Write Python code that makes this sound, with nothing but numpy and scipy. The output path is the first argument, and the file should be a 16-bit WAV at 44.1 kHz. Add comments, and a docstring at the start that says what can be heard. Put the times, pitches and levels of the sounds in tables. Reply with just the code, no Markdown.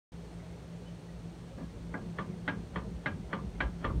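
"""Rocking a loose axle yoke

A hand rocks the pinion yoke of a vehicle axle to and fro in a quiet workshop. At each end of the
play the gear teeth meet: a bright clank one way, a duller clunk the other, each with a low boom in
the housing. Cloth and skin rustle and squeak faintly. Under it lie the room's rumble, a motor hum
and microphone hiss; the bass swells and bumps towards the end."""
import sys
import numpy as np
from scipy import signal
from scipy.fft import rfft, irfft
from scipy.io import wavfile

SR = 44100
rng = np.random.default_rng(int(sys.argv[2]) if len(sys.argv) > 2 else 0)


def unload_wav(signal):
    """Save mono or channel-first audio to the path in sys.argv[1] as 16-bit WAV at rate SR, clipped to [-1, 1]."""
    wavfile.write(
        sys.argv[1],
        SR,
        np.round(np.clip(np.atleast_2d(signal).T, -1, 1) * 32767).astype(np.int16),
    )


N = 176400
TIME = np.arange(N) / SR


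def from_db(db):
    """Decibels to gain."""
    return 10 ** (np.asarray(db) / 20)


def decay(t, t60):
    """Exponential fall of 60 dB in t60 seconds."""
    return np.exp(-np.log(1000) * t / t60)


def attack(t, rise_s):
    """Rise from 0 towards 1 with time constant rise_s."""
    return 1 - np.exp(-t / rise_s)


def swell(crest_s, db, width_s):
    """A bell-shaped rise and fall of level."""
    return from_db(db) * np.exp(-.5 * ((TIME - crest_s) / width_s) ** 2)


def tone(hz, t):
    """A sine that starts at a random phase."""
    return np.sin(2 * np.pi * (hz * t + rng.random()))


def add(out, start_s, sound):
    """Mix a sound in at a time."""
    i = max(int(start_s * SR), 0)
    out[i:i + len(sound)] += sound[:max(N - i, 0)]


def lowpass(x, hz, order):
    """Dull a sound above hz; a higher order cuts more steeply."""
    return signal.sosfilt(signal.butter(order, hz, fs=SR, output="sos"), x)


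def at_hz(points, hz):
    """Read (Hz, value) points on a log-frequency axis."""
    points = np.array(points)
    return np.interp(np.log(hz + 1e-9), np.log(points[:, 0]), points[:, 1])


def noise(colour, size=N):
    """Noise of rms 1, coloured by (Hz, relative dB) points."""
    hz = np.fft.rfftfreq(size, 1 / SR)
    x = irfft(rfft(rng.standard_normal(size)) * from_db(at_hz(colour, hz)), size)
    return x / np.sqrt(np.mean(x ** 2) + 1e-20)


def bands(x, edges_hz):
    """Split a sound at the edges, yielding each band's centre in Hz and its signal."""
    spectrum, hz = rfft(x), np.fft.rfftfreq(len(x), 1 / SR)
    for low, high in zip(edges_hz, edges_hz[1:]):
        yield np.sqrt(low * high), irfft(spectrum * ((hz >= low) & (hz < high)), len(x))


def drift(rate):
    """Glide through 400 random values, rate of them a second, then hold the last."""
    return np.interp(TIME * rate, np.arange(400), rng.standard_normal(400))


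# Room air with microphone hiss, and a thin band in that hiss. Each row: frequency in Hz, relative dB.
AIR_COLOUR = [(20, -47), (32, -38), (45, -16), (58, 2), (80, -9.5), (120, -5), (165, -8), (210, -13.5),
              (450, -17), (700, -23), (1100, -28.5), (2200, -34), (3600, -35.5), (4400, -39.5),
              (4900, -40.5), (6000, -39), (7400, -43.5), (9000, -41.5), (10500, -55.5), (12000, -54.5),
              (15500, -59.5)]
HISS_COLOUR = [(3500, -59), (4150, 0), (4320, 1), (4550, -3), (4900, -29)]
# The motor's partials. Each row: frequency in Hz, rms level in dB.
HUM_PARTIALS = [(58, -62), (112.5, -57), (167, -53.5), (172, -50)]


def workshop():
    """Room tone: steady air and hiss, and a motor hum that wavers in pitch and level."""
    out = from_db(-48.5) * noise(AIR_COLOUR) + from_db(-76.5) * noise(HISS_COLOUR)
    wander_hz, waver_db = 0.83, 2.5
    for hz, db in HUM_PARTIALS:
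        phase = 2 * np.pi * np.cumsum(hz + wander_hz * drift(8.73)) / SR
        out += np.sqrt(2) * from_db(db + waver_db * drift(8)) * np.sin(phase)
    return out


# The rumble's colour. Each row: frequency in Hz, relative dB.
RUMBLE_COLOUR = [(20, -37), (40, -1.5), (60, 2), (120, -6), (170, -3), (230, -7.5), (400, -18.5),
                 (1500, -67)]
# Its fader moves. Each row: time in seconds, level in dB.
RUMBLE_FADER = [(0, -49), (0.9, -71), (1.65, -52), (2.3, -52.5), (3.3, -48), (3.82, -50), (3.88, -32.5),
                (3.94, -37), (4, -34)]
# Soft bass bumps. Each row: crest in seconds, level in dB, half width in seconds, pitch in Hz.
BASS_BUMPS = [(1.255, -44, 0.013, 60.3), (2.80, -39, 0.019, 60), (2.961, -36, 0.014, 65),
              (3.137, -35.5, 0.015, 89.9), (3.48, -35.5, 0.017, 64.3), (3.57, -34.5, 0.018, 55),
              (3.662, -27.5, 0.015, 57.7), (3.90, -32, 0.012, 61), (3.984, -27, 0.024, 59.8),
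              (3.915, -30.5, 0.0065, 105.5), (3.975, -36, 0.025, 117.7)]


def rumble():
    """Low rumble with soft bumps, growing towards the end as the rocking gets harder."""
    bed = from_db(np.interp(TIME, *np.transpose(RUMBLE_FADER))) * noise(RUMBLE_COLOUR)
    return bed + sum(swell(s, db, width) * tone(hz, TIME) for s, db, width, hz in BASS_BUMPS)


# Sleeve and skin shifting on metal. Each row: frequency in Hz, relative dB.
RUSTLE_COLOUR = [(200, 9.5), (280, 1.5), (460, 8), (700, 0.5), (1000, -20.5), (1400, -17.5), (2100, -14),
                 (4400, -35)]


def rustle():
    """Faint, uneven rubbing of the hand: each narrow band comes and goes on its own."""
    level_db, flutter_db = -61, 8.5
    strips = bands(noise(RUSTLE_COLOUR), edges_hz=np.geomspace(220, 4400, 27))
    return sum(band * from_db(level_db + flutter_db * drift(24.75)) for _, band in strips)


# Moving cloth. 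Each row: frequency in Hz, relative dB.
SLEEVE_COLOUR = [(300, -20), (600, 9), (1200, 0), (2200, 0.5), (2900, -34), (6000, -35)]


def sleeve():
    """A faint swish of cloth as the arm reaches in."""
    return swell(crest_s=0.48, db=-66.5, width_s=0.21) * noise(SLEEVE_COLOUR)


# The hand grips. Each row: crest in seconds, level in dB, half width in seconds, top pitch in Hz.
GRIP_SQUEAKS = [(.88, -59, .014, 3040), (1.095, -61, .009, 1975)]


def squeaks():
    """Skin slips on metal: tiny tones whose pitch arches with their level."""
    arch, roughness = .03, .014  # shares of the pitch
    out = np.zeros(N)
    for crest_s, db, width_s, hz in GRIP_SQUEAKS:
        bell = swell(crest_s, 0, width_s)
        pitch = hz * (1 - arch * (1 - bell) + roughness * drift(400))
        out += from_db(db) * bell * np.sin(2 * np.pi * np.cumsum(pitch) / SR)
    return out


# Rolling gears. Each row: frequency in Hz, relative dB.
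ROLL_COLOUR = [(60, -10), (150, 1), (260, 3.5), (400, -10), (600, -8), (850, -20.5), (1200, -14),
               (1400, -46), (1650, -17), (2200, -37), (5000, -58)]
# Their movements. Each row: crest in seconds, relative level in dB, half width in seconds.
ROLL_SWELLS = [(1.46, -13.5, 0.056), (1.588, 1, 0.0072), (1.623, -2, 0.025), (1.82, -19, 0.078)]


def gear_roll():
    """The gears roll softly through their play as the hand takes hold."""
    return from_db(-42) * noise(ROLL_COLOUR) * sum(swell(*row) for row in ROLL_SWELLS)


def wall_echo(x):
    """One quiet, dull echo off the far wall."""
    delay_s = 0.045
    return from_db(-25) * np.interp(TIME - delay_s, TIME, lowpass(x, hz=1590, order=2), left=0)


# The wash under the vehicle. Each row: frequency in Hz, relative dB, 60 dB decay time in seconds.
WASH_BANDS = [(100, -4, 0.39), (197, -3.5, 0.83), (400, -6.5, 0.28), (774, -8.5, 0.28), (1570, -9, 0.21),
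              (3260, -16.5, 0.12), (4850, -32, 0.18), (8000, -29, .1)]


def wash(t):
    """A diffuse tail after each blow, in which the lows last longest."""
    table = np.array(WASH_BANDS)
    colour, decay_times = table[:, :2], table[:, [0, 2]]
    half_octaves = bands(noise(colour, len(t)), edges_hz=70 * 2 ** np.arange(0, 7.6, .5))
    tail = sum(band * decay(t, at_hz(decay_times, hz)) for hz, band in half_octaves)
    return from_db(-32) * tail * attack(t, rise_s=0.0045)


# The axle on its springs. Each row: frequency in Hz, relative dB, 60 dB decay time in seconds.
BOOM_MODES = [(109, -46.5, 0.26), (149.8, -41.5, 0.17), (180.5, -39.5, 0.22), (206.2, -46.5, 0.46),
              (365.2, -57.5, 0.82), (453.3, -51, 0.21)]


def boom(t):
    """Low modes swell after the blow and come back a little louder a moment later."""
    out = np.zeros(len(t))
    for delay_s, lift_db in ((0, 0), (0.082, 2.5)):
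        age = np.maximum(t - delay_s, 0)
        for hz, db, t60 in BOOM_MODES:
            out += from_db(db + lift_db) * tone(hz, age) * decay(age, t60) * attack(age, rise_s=0.013)
    return out


# Each tooth flank's main tone is a close pair of modes; both tables list forward, then back.
# Each row: lower mode in Hz, upper mode in Hz.
FLANK_PITCHES = [(1622, 1643.5), (1184, 1206)]
# Each row: relative level in dB, upper mode against lower in dB, 60 dB decay time in seconds.
FLANK_SHAPES = [(-30.5, -1, 0.16), (-40, 8, 0.17)]
# The modes of yoke, gears and housing. Each row: frequency in Hz, relative dB struck forward,
# relative dB struck back, 60 dB decay time in seconds.
AXLE_MODES = [(278,-35,-39,0.16), (334,-51,-36,0.073), (432.5,-71,-41,0.21), (538.2,-50,-37.5,0.19),
              (610,-40,-43,0.14), (743,-48,-50,0.11), (854,-35.5,-45,0.077), (917,-49.5,-45.5,0.37),
              (1017,-48,-40,0.22), (1122,-50,-35.5,0.16), (1183,-42.5,-36.5,0.22), (1330,-59,-41,0.076),
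              (1420,-41.5,-39,0.12), (1492,-28,-33.5,0.048), (1513,-32,-38,0.068), (1745,-39,-33.5,0.059),
              (1784,-35,-31,0.049), (1945,-28,-32,0.046), (2084,-31,-44.5,0.07), (2275,-40,-43.5,0.091),
              (2374,-46,-62,0.17), (2657,-51,-62,0.14), (2680,-45,-64,0.03), (3090,-47.5,-51,0.14),
              (3215,-49,-45.5,0.062), (3350,-55,-44,0.098), (3770,-48,-90,0.082), (3920,-50,-73,.06),
              (4274,-55.5,-50.5,0.09)]


def ring(t, back):
    """The struck metal rings, its modes weighted by which tooth flank is hit."""
    lower_hz, upper_hz = FLANK_PITCHES[back]
    pair_db, upper_db, pair_t60 = FLANK_SHAPES[back]
    # The pair starts opposed, so it swells and beats.
    pair = np.sin(2 * np.pi * lower_hz * t) - from_db(upper_db) * np.sin(2 * np.pi * upper_hz * t)
    out = from_db(pair_db) * pair * decay(t, pair_t60)
    lift_db, spread_db = 1.74, 1.34  # each blow wakes the modes a little differently
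    for hz, forward_db, back_db, t60 in AXLE_MODES:
        db = (back_db if back else forward_db) + lift_db + spread_db * rng.standard_normal()
        out += from_db(db) * tone(hz, t) * decay(t, t60)
    return out * attack(t, rise_s=0.0009)


def rebound(t):
    """A soft second touch wakes only the lower modes; pressed together, the teeth damp them."""
    return lowpass(ring(t, back=True), hz=1250, order=8) * decay(t, t60=0.13)


# Tooth on tooth. Each row: frequency in Hz, relative dB going forward, relative dB going back.
CONTACT_COLOURS = [(250, -45, 2), (600, -20, 7), (1100, -28, 1), (2210, 13, -8), (2640, -10, -17),
                   (3300, 5, -5.5), (3480, -5, -21), (4400, -25, -52), (6000, -52, -54)]


def rub(t, back):
    """The gears rub in a quick crescendo just before they meet, louder on the way back."""
    colour = np.array(CONTACT_COLOURS)[:, [0, 2]]
    rise_s = 0.022
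    return from_db(-42 if back else -52) * noise(colour, len(t)) * np.exp(-t[::-1] / rise_s)


def crack(t, back):
    """A noise burst for the many heavily damped modes at contact, and its echo off the floor."""
    colour = np.array(CONTACT_COLOURS)[:, [0, 2 if back else 1]]
    direct = from_db(-31.5) * noise(colour, len(t)) * decay(t, t60=0.029) * attack(t, rise_s=0.0012)
    floor_echo = from_db(-3) * np.interp(t - 0.0043, t, direct, left=0)
    return direct + floor_echo


# The teeth meet. Each row: start in seconds, blow gain in dB, side (0 forward, 1 back), cut-off in Hz
# (lower is a softer contact), boom gain in dB, rebound against the blow in dB (back swings only).
SWINGS = [(1.9395, -2, 0, 1080, 4, -60), (2.1857, -6.5, 1, 4000, 6, -16), (2.4783, -1, 0, 5500, 3.5, -60),
          (2.758, -6.5, 1, 4400, 5, -14), (3.0589, -2, 0, 5500, 3, -60), (3.329, -4.5, 1, 4600, 6, -8),
          (3.6037, -0.5, 0, 6000, -3, -60), (3.8435, -2, 1, 3440, 1.5, -3)]


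def yoke():
    """Each swing ends in a rub, a blow with its tail and a boom; going back, the teeth bounce once."""
    out, t = np.zeros(N), np.arange(SR // 2) / SR
    bounce_s = 0.058
    for start_s, db, side, cutoff_hz, boom_db, rebound_db in SWINGS:
        back = side == 1
        blow = ring(t, back) + crack(t, back) + wash(t)
        # The contact rolls the treble off gently at first, steeply higher up.
        blow = lowpass(blow, cutoff_hz, order=2)
        blow = lowpass(blow, min(2.6 * cutoff_hz, SR / 3), order=6)
        add(out, start_s, from_db(db) * blow + from_db(boom_db) * boom(t))
        if back:
            add(out, start_s + bounce_s, from_db(db + rebound_db) * rebound(t))
        add(out, start_s - t[-1], from_db(db) * rub(t, back))
    return lowpass(out, hz=6000, order=4)  # oily teeth give little top end


def scene():
    """Yoke, hand, rumble and room at one microphone."""
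    clunks = yoke()
    handling = sleeve() + squeaks() + gear_roll() + rustle()
    return (clunks + wall_echo(clunks) + handling + rumble() + workshop())[None]


def record(dry):
    """A moment of silence, quick fades in and out, and a steep cut of the highest treble."""
    open_s, fade_s, top_hz = 0.1205, .004, 15750
    fader = np.clip(np.minimum(TIME - open_s + fade_s / 2, TIME[-1] - TIME) / fade_s, 0, 1)
    return signal.sosfilt(signal.ellip(10, .1, 80, top_hz, fs=SR, output="sos"), dry * fader)


dry = scene()
out = record(dry)
unload_wav(out)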